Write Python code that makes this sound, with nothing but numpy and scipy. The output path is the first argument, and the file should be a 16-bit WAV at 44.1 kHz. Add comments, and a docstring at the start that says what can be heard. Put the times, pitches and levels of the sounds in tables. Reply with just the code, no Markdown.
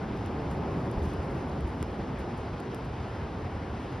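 """Low surf in a light wind

A distant breaker swells and rolls out over the steady wash of the shallows on a wide sandy beach.
Both are broadband noise, and bursting foam adds a fine grain to the wash. Wind rumbles, hisses and
thumps at a hand-held two-port microphone, while fingers brush its case and make it tick."""
import sys
import numpy as np
from scipy import signal
from scipy.fft import rfft, irfft
from scipy.io import wavfile
from scipy.ndimage import uniform_filter1d

SR = 44100
rng = np.random.default_rng(int(sys.argv[2]) if len(sys.argv) > 2 else 0)


def store_pcm(level_fs):
    """Save levels as 16-bit WAV."""
    pcm = np.round(np.clip(level_fs, -1, 1) * 32767).astype(np.int16)
    wavfile.write(sys.argv[1], SR, np.atleast_2d(pcm).T)


N = 176400
TIME = np.arange(N) / SR
FREQUENCIES = np.fft.rfftfreq(N, 1 / SR)

# strength of the wind (time [s], level [dB])
WIND_LEVEL = [(0, -1), (.2, -1), (.33, -2), (.48, 0.5), (.74, -1), (.9, 1.5), (1.2, 0.5), (1.35, -2),
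              (1.55, -2.5), (1.82, 1.5), (1.95, 0), (2.4, -2), (2.65, -5.5), (2.88, -0.5), (3.3, -2),
              (3.7, -0.5), (3.8, -6), (3.92, 0.5), (4, -2)]
# spectra of the wind's rumble and hiss (frequency [Hz], density [dB/Hz])
RUMBLE_SPECTRUM = [(10, -104), (20, -99), (30, -77), (45, -62.3), (62, -58), (79, -54), (100, -58),
                   (130, -58.5), (200, -75), (500, -100), (1500, -150)]
HISS_SPECTRUM = [(2000, -135), (5000, -108), (9000, -118), (11500, -120), (13500, -126), (15500, -128)]
# eddies at the microphone (centre time [s], half length [s], level [dB], frequency [Hz])
EDDIES = [(.775, .012, -27, 180), (.98, 0.0083, -25, 52), (1.024, .012, -24.5, 85.7),
          (1.078, .013, -26.5, 72.1), (1.192, .011, -30, 74.9), (1.54, 0.0068, -30, 90),
          (1.615, 0.009, -32, 80), (1.647, .011, -23.5, 66.3), (1.812, .012, -31, 83.4),
          (2.53, 0.013, -33, 65.2)]
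# finger strokes on the case (start [s], length [s], level [dB])
STROKES = [(.16, 0.13, -7), (0.498, .09, -3.5), (.65, .3, -11), (1.015, 0.14, 1.5), (1.19, 0.45, -5),
           (1.665, 0.066, -3.5), (2.185, .04, 1), (2.362, 0.059, -6), (2.749, .05, -5), (2.845, .03, -1),
           (3.79, 0.11, -9)]
# spectrum of sliding skin (frequency [Hz], density [dB/Hz])
FRICTION_SPECTRUM = [(1500, -130), (5000, -99), (7300, -100.5), (10500, -105), (13000, -110), (16000, -115)]
# presses that tick the case (time [s], level [dB], firmness as a tilt toward low modes [dB/octave])
PRESSES = [(0.2618, -9, 2), (.5135, -9, -6), (.9145, -8, -11), (1.1367, -10, -3), (1.608, -13, 7),
           (1.8276, -1, 6.5), (2.3775, -15, -6), (2.5972, -22, 0), (2.6028, -7.5, -1), (2.7467, -3.5, 4)]
# modes of the case (frequency [Hz], level [dB], time to decay by 60 dB [s])
CASE_MODES = [(378, -51, 0.023), (1150, -47, 0.0082), (1960, -44.5, 0.0047), (3070, -41, 0.003),
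              (5160, -37.5, 0.0028), (7340, -33, .003), (8940, -35.5, 0.0025), (10240, -39, 0.002),
              (15000, -42, .0012)]
# surge of the shallow water (time [s], level [dB])
SURGE_LEVEL = [(0, -0.5), (.2, -1.2), (.55, -1.1), (.95, -1), (1.25, -0.3), (1.65, -1.7), (1.95, -1.5),
               (2.6, -0.5), (2.87, -2), (3.18, 0), (3.4, -2), (3.62, -1.5), (3.88, 0), (4, -1.7)]
# spectra of the shallows and of the breaker's roll and crash (frequency [Hz], density [dB/Hz])
WASH_SPECTRUM = [(200, -100), (600, -80), (950, -76.5), (1300, -78), (1700, -80.5), (2200, -84.5),
                 (3000, -88), (4100, -94.5), (5000, -94.5), (6300, -101.5), (7600, -104.5), (10000, -113),
                 (12300, -119.5), (14000, -133), (16000, -140)]
ROLL_SPECTRUM = [(40, -99), (100, -65), (180, -60), (300, -62), (420, -66), (600, -76), (1000, -83),
                 (4000, -150)]
CRASH_SPECTRUM = [(150, -96), (380, -67.5), (600, -70.5), (820, -68.5), (1200, -78), (1700, -87),
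                  (3000, -101), (9000, -150)]
# course of the breaker (time [s], roll level [dB], crash level [dB])
BREAKER_LEVELS = [(0, 1.5, -1), (.17, -1, -1.9), (.4, 1.7, .5), (.62, 2.5, 1.5), (.78, 2, 2),
                  (.93, 1.2, -0.5), (1.15, 2, -1.5), (1.35, 1.5, 0.8), (1.65, -0.5, -1.5), (1.86, 0, -2.2),
                  (2.1, 0, -1.5), (2.45, -3.4, -2.5), (2.7, -1.5, -2.5), (2.92, -4.5, -3),
                  (3.15, -3.2, -2.8), (3.55, -3, -1.5), (3.83, -1.5, -4.5), (4, -3, -2)]
# likeness of the noise in the left and right channels (frequency [Hz], correlation [0 to 1])
STEREO_CORRELATION = [(120, .9994), (280, .99), (400, .96), (600, .82), (900, .9), (1150, .8), (1420, .73),
                      (1670, .38), (2000, .93), (2450, .93), (2900, .997), (3900, .997), (4400, .87),
                      (5000, .95), (6100, .8), (7000, .995), (7700, .995), (8300, .85), (9400, .8),
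                      (10300, .98), (12200, .65), (13400, .98), (15000, .6)]
# level difference of the microphone's ports (frequency [Hz], left minus right [dB])
PORT_BALANCE = [(150, 0), (440, -.5), (590, -2.4), (830, .5), (1200, .7), (1680, 3.2), (2000, 1.5),
                (2450, 1.5), (2900, 0)]
# phase difference of the ports (frequency [Hz], lead of the left [rad])
PORT_PHASE = [(600, 0), (700, .2), (950, .03), (1450, .35), (1720, -.2), (2350, .3), (3000, .03),
              (4050, .1), (4400, .55), (5100, .15), (6000, 1.4), (7000, 2.95), (7700, 3.3), (9800, 6.1),
              (11500, 6.55), (12700, 9), (13800, 9.5), (15000, 11.4)]


def amp(db):
    """Amplitude grows tenfold for every 20 dB."""
    return 10 ** (np.asarray(db) / 20)


def over_frequency(table):
    """Interpolation of a table on a logarithmic frequency axis."""
    hz, value = np.transpose(table)
    return np.interp(np.log(FREQUENCIES + 1), np.log(hz + 1), value)


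def over_time(table):
    """Linear interpolation of each level column at every sample."""
    times, *columns = np.transpose(table)
    return [np.interp(TIME, times, column) for column in columns]


def smooth_field(shape, frames, bins):
    """Moving averages correlate neighbouring values of a random field of unit spread."""
    field = uniform_filter1d(rng.standard_normal(shape), frames, 0)
    field = uniform_filter1d(field, bins, 1)
    return field / field.std()


def noise(spectrum, patchy_db, flicker_db):
    """Partly coherent stereo noise, modulated in drifting patches and by a broadband flicker."""
    spectra = signal.stft(rng.standard_normal((2, N)), nperseg=512, noverlap=384)[2]
    _, bins, frames = spectra.shape
    patches = smooth_field((frames, bins), frames=22, bins=7)
    flicker = smooth_field((frames, 1), frames=7, bins=1)
    modulation = amp(patchy_db * patches + flicker_db * flicker).T
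    white = signal.istft(spectra * modulation, nperseg=512, noverlap=384)[1][:, :N]
    shared, apart = rfft(white / white.std())
    correlation = over_frequency(STEREO_CORRELATION)
    mid = shared * np.sqrt((1 + correlation) / 2)
    side = apart * np.sqrt((1 - correlation) / 2)
    channels = np.array([mid + side, mid - side])
    return irfft(channels * amp(over_frequency(spectrum)), N) * np.sqrt(SR / 2)


def wind():
    """Turbulent flow makes a rumble and a thin hiss; the hiss grows more steeply with wind strength."""
    wind_db = over_time(WIND_LEVEL)[0]
    rumble = amp(wind_db) * noise(RUMBLE_SPECTRUM, patchy_db=-0.16, flicker_db=0.2)
    hiss = amp(4.3 * wind_db) * noise(HISS_SPECTRUM, patchy_db=2, flicker_db=1.5)
    return rumble + hiss


def eddies(pitch_sag=0.12):
    """Each eddy is a brief pressure oscillation on the microphone that slows as it passes."""
    out = np.zeros(N)
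    for (centre, half_length, db, hz), start_phase in zip(EDDIES, rng.random(len(EDDIES))):
        age = np.clip((TIME - centre) / half_length, -10, 10)
        cycles = start_phase + np.cumsum(hz * np.exp(-pitch_sag * age)) / SR
        out += amp(db) * np.exp(-0.5 * age ** 2) * np.sin(2 * np.pi * cycles)
    return out


def brushes(peak_share=0.11):
    """Friction of skin on the case makes noise whose power rises fast and falls slowly in each stroke."""
    power = np.zeros(N)
    for start, length, db in STROKES:
        corners = [start, start + peak_share * length, start + length]
        power += amp(db) ** 2 * np.interp(TIME, corners, [0, 1, 0])
    return np.sqrt(power) * noise(FRICTION_SPECTRUM, patchy_db=-1.0, flicker_db=2.5)


def ticks(rise_s=0.00005, pivot_hz=8900):
    """The case gives under the grip and rings in damped modes; a firm press favours the low ones."""
    out = np.zeros(N)
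    t = np.arange(SR // 50) / SR
    attack = np.minimum(t / rise_s, 1)
    hz, mode_db, t60 = np.transpose(CASE_MODES)[:, :, None]
    for start, db, firmness in PRESSES:
        detuned_hz = hz * (1 + 0.048 * rng.standard_normal(hz.shape))
        tilt_db = -firmness * np.log2(hz / pivot_hz)
        modes = amp(db + mode_db + tilt_db - 60 * t / t60) * np.sin(2 * np.pi * detuned_hz * t)
        span = out[round(start * SR):][:len(t)]
        span += (attack * modes.sum(0))[:len(span)]
    return out


def foam_power(bursts_per_s):
    """Independent bursts of foam, uneven in size, add in power; the mean is scaled to 1."""
    sizes = amp(-np.minimum(rng.exponential(1, N), 5))
    bursts = sizes * (rng.random(N) < bursts_per_s / SR)
    power = np.convolve(bursts ** 2, np.hanning(16), "same")
    return power / power.mean()


def wash(foam_share=0.06):
    """Water spreading over sand makes broadband noise; bursting foam carries a share of its power."""
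    fizz = np.sqrt(1 - foam_share + foam_share * foam_power(bursts_per_s=2300))
    surge = amp(over_time(SURGE_LEVEL)[0])
    return surge * fizz * noise(WASH_SPECTRUM, patchy_db=0.7, flicker_db=0.55)


def breaker():
    """A wave breaking far off radiates two incoherent noise bands: a deep roll and a brighter crash."""
    roll_db, crash_db = over_time(BREAKER_LEVELS)
    roll = amp(roll_db) * noise(ROLL_SPECTRUM, patchy_db=-0.04, flicker_db=0.92)
    crash = amp(crash_db) * noise(CRASH_SPECTRUM, patchy_db=0.63, flicker_db=-0.5)
    return roll + crash


def scene():
    """Superposition: the pressures from sea, wind and hand add."""
    return breaker() + wash() + wind() + eddies() + ticks() + brushes()


def record(dry):
    """The ports' transfer functions differ in level and phase; a low-pass filter limits the band."""
    balance = amp(over_frequency(PORT_BALANCE) / 2)
    right_lag = np.exp(-1j * over_frequency(PORT_PHASE))
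    ports = irfft(rfft(dry) * np.array([balance, right_lag / balance]), N)
    low_pass = signal.firwin(511, cutoff=15800, window=("kaiser", 9), fs=SR)
    return signal.oaconvolve(ports, low_pass[None], "same")


dry = scene()
out = record(dry)
store_pcm(out)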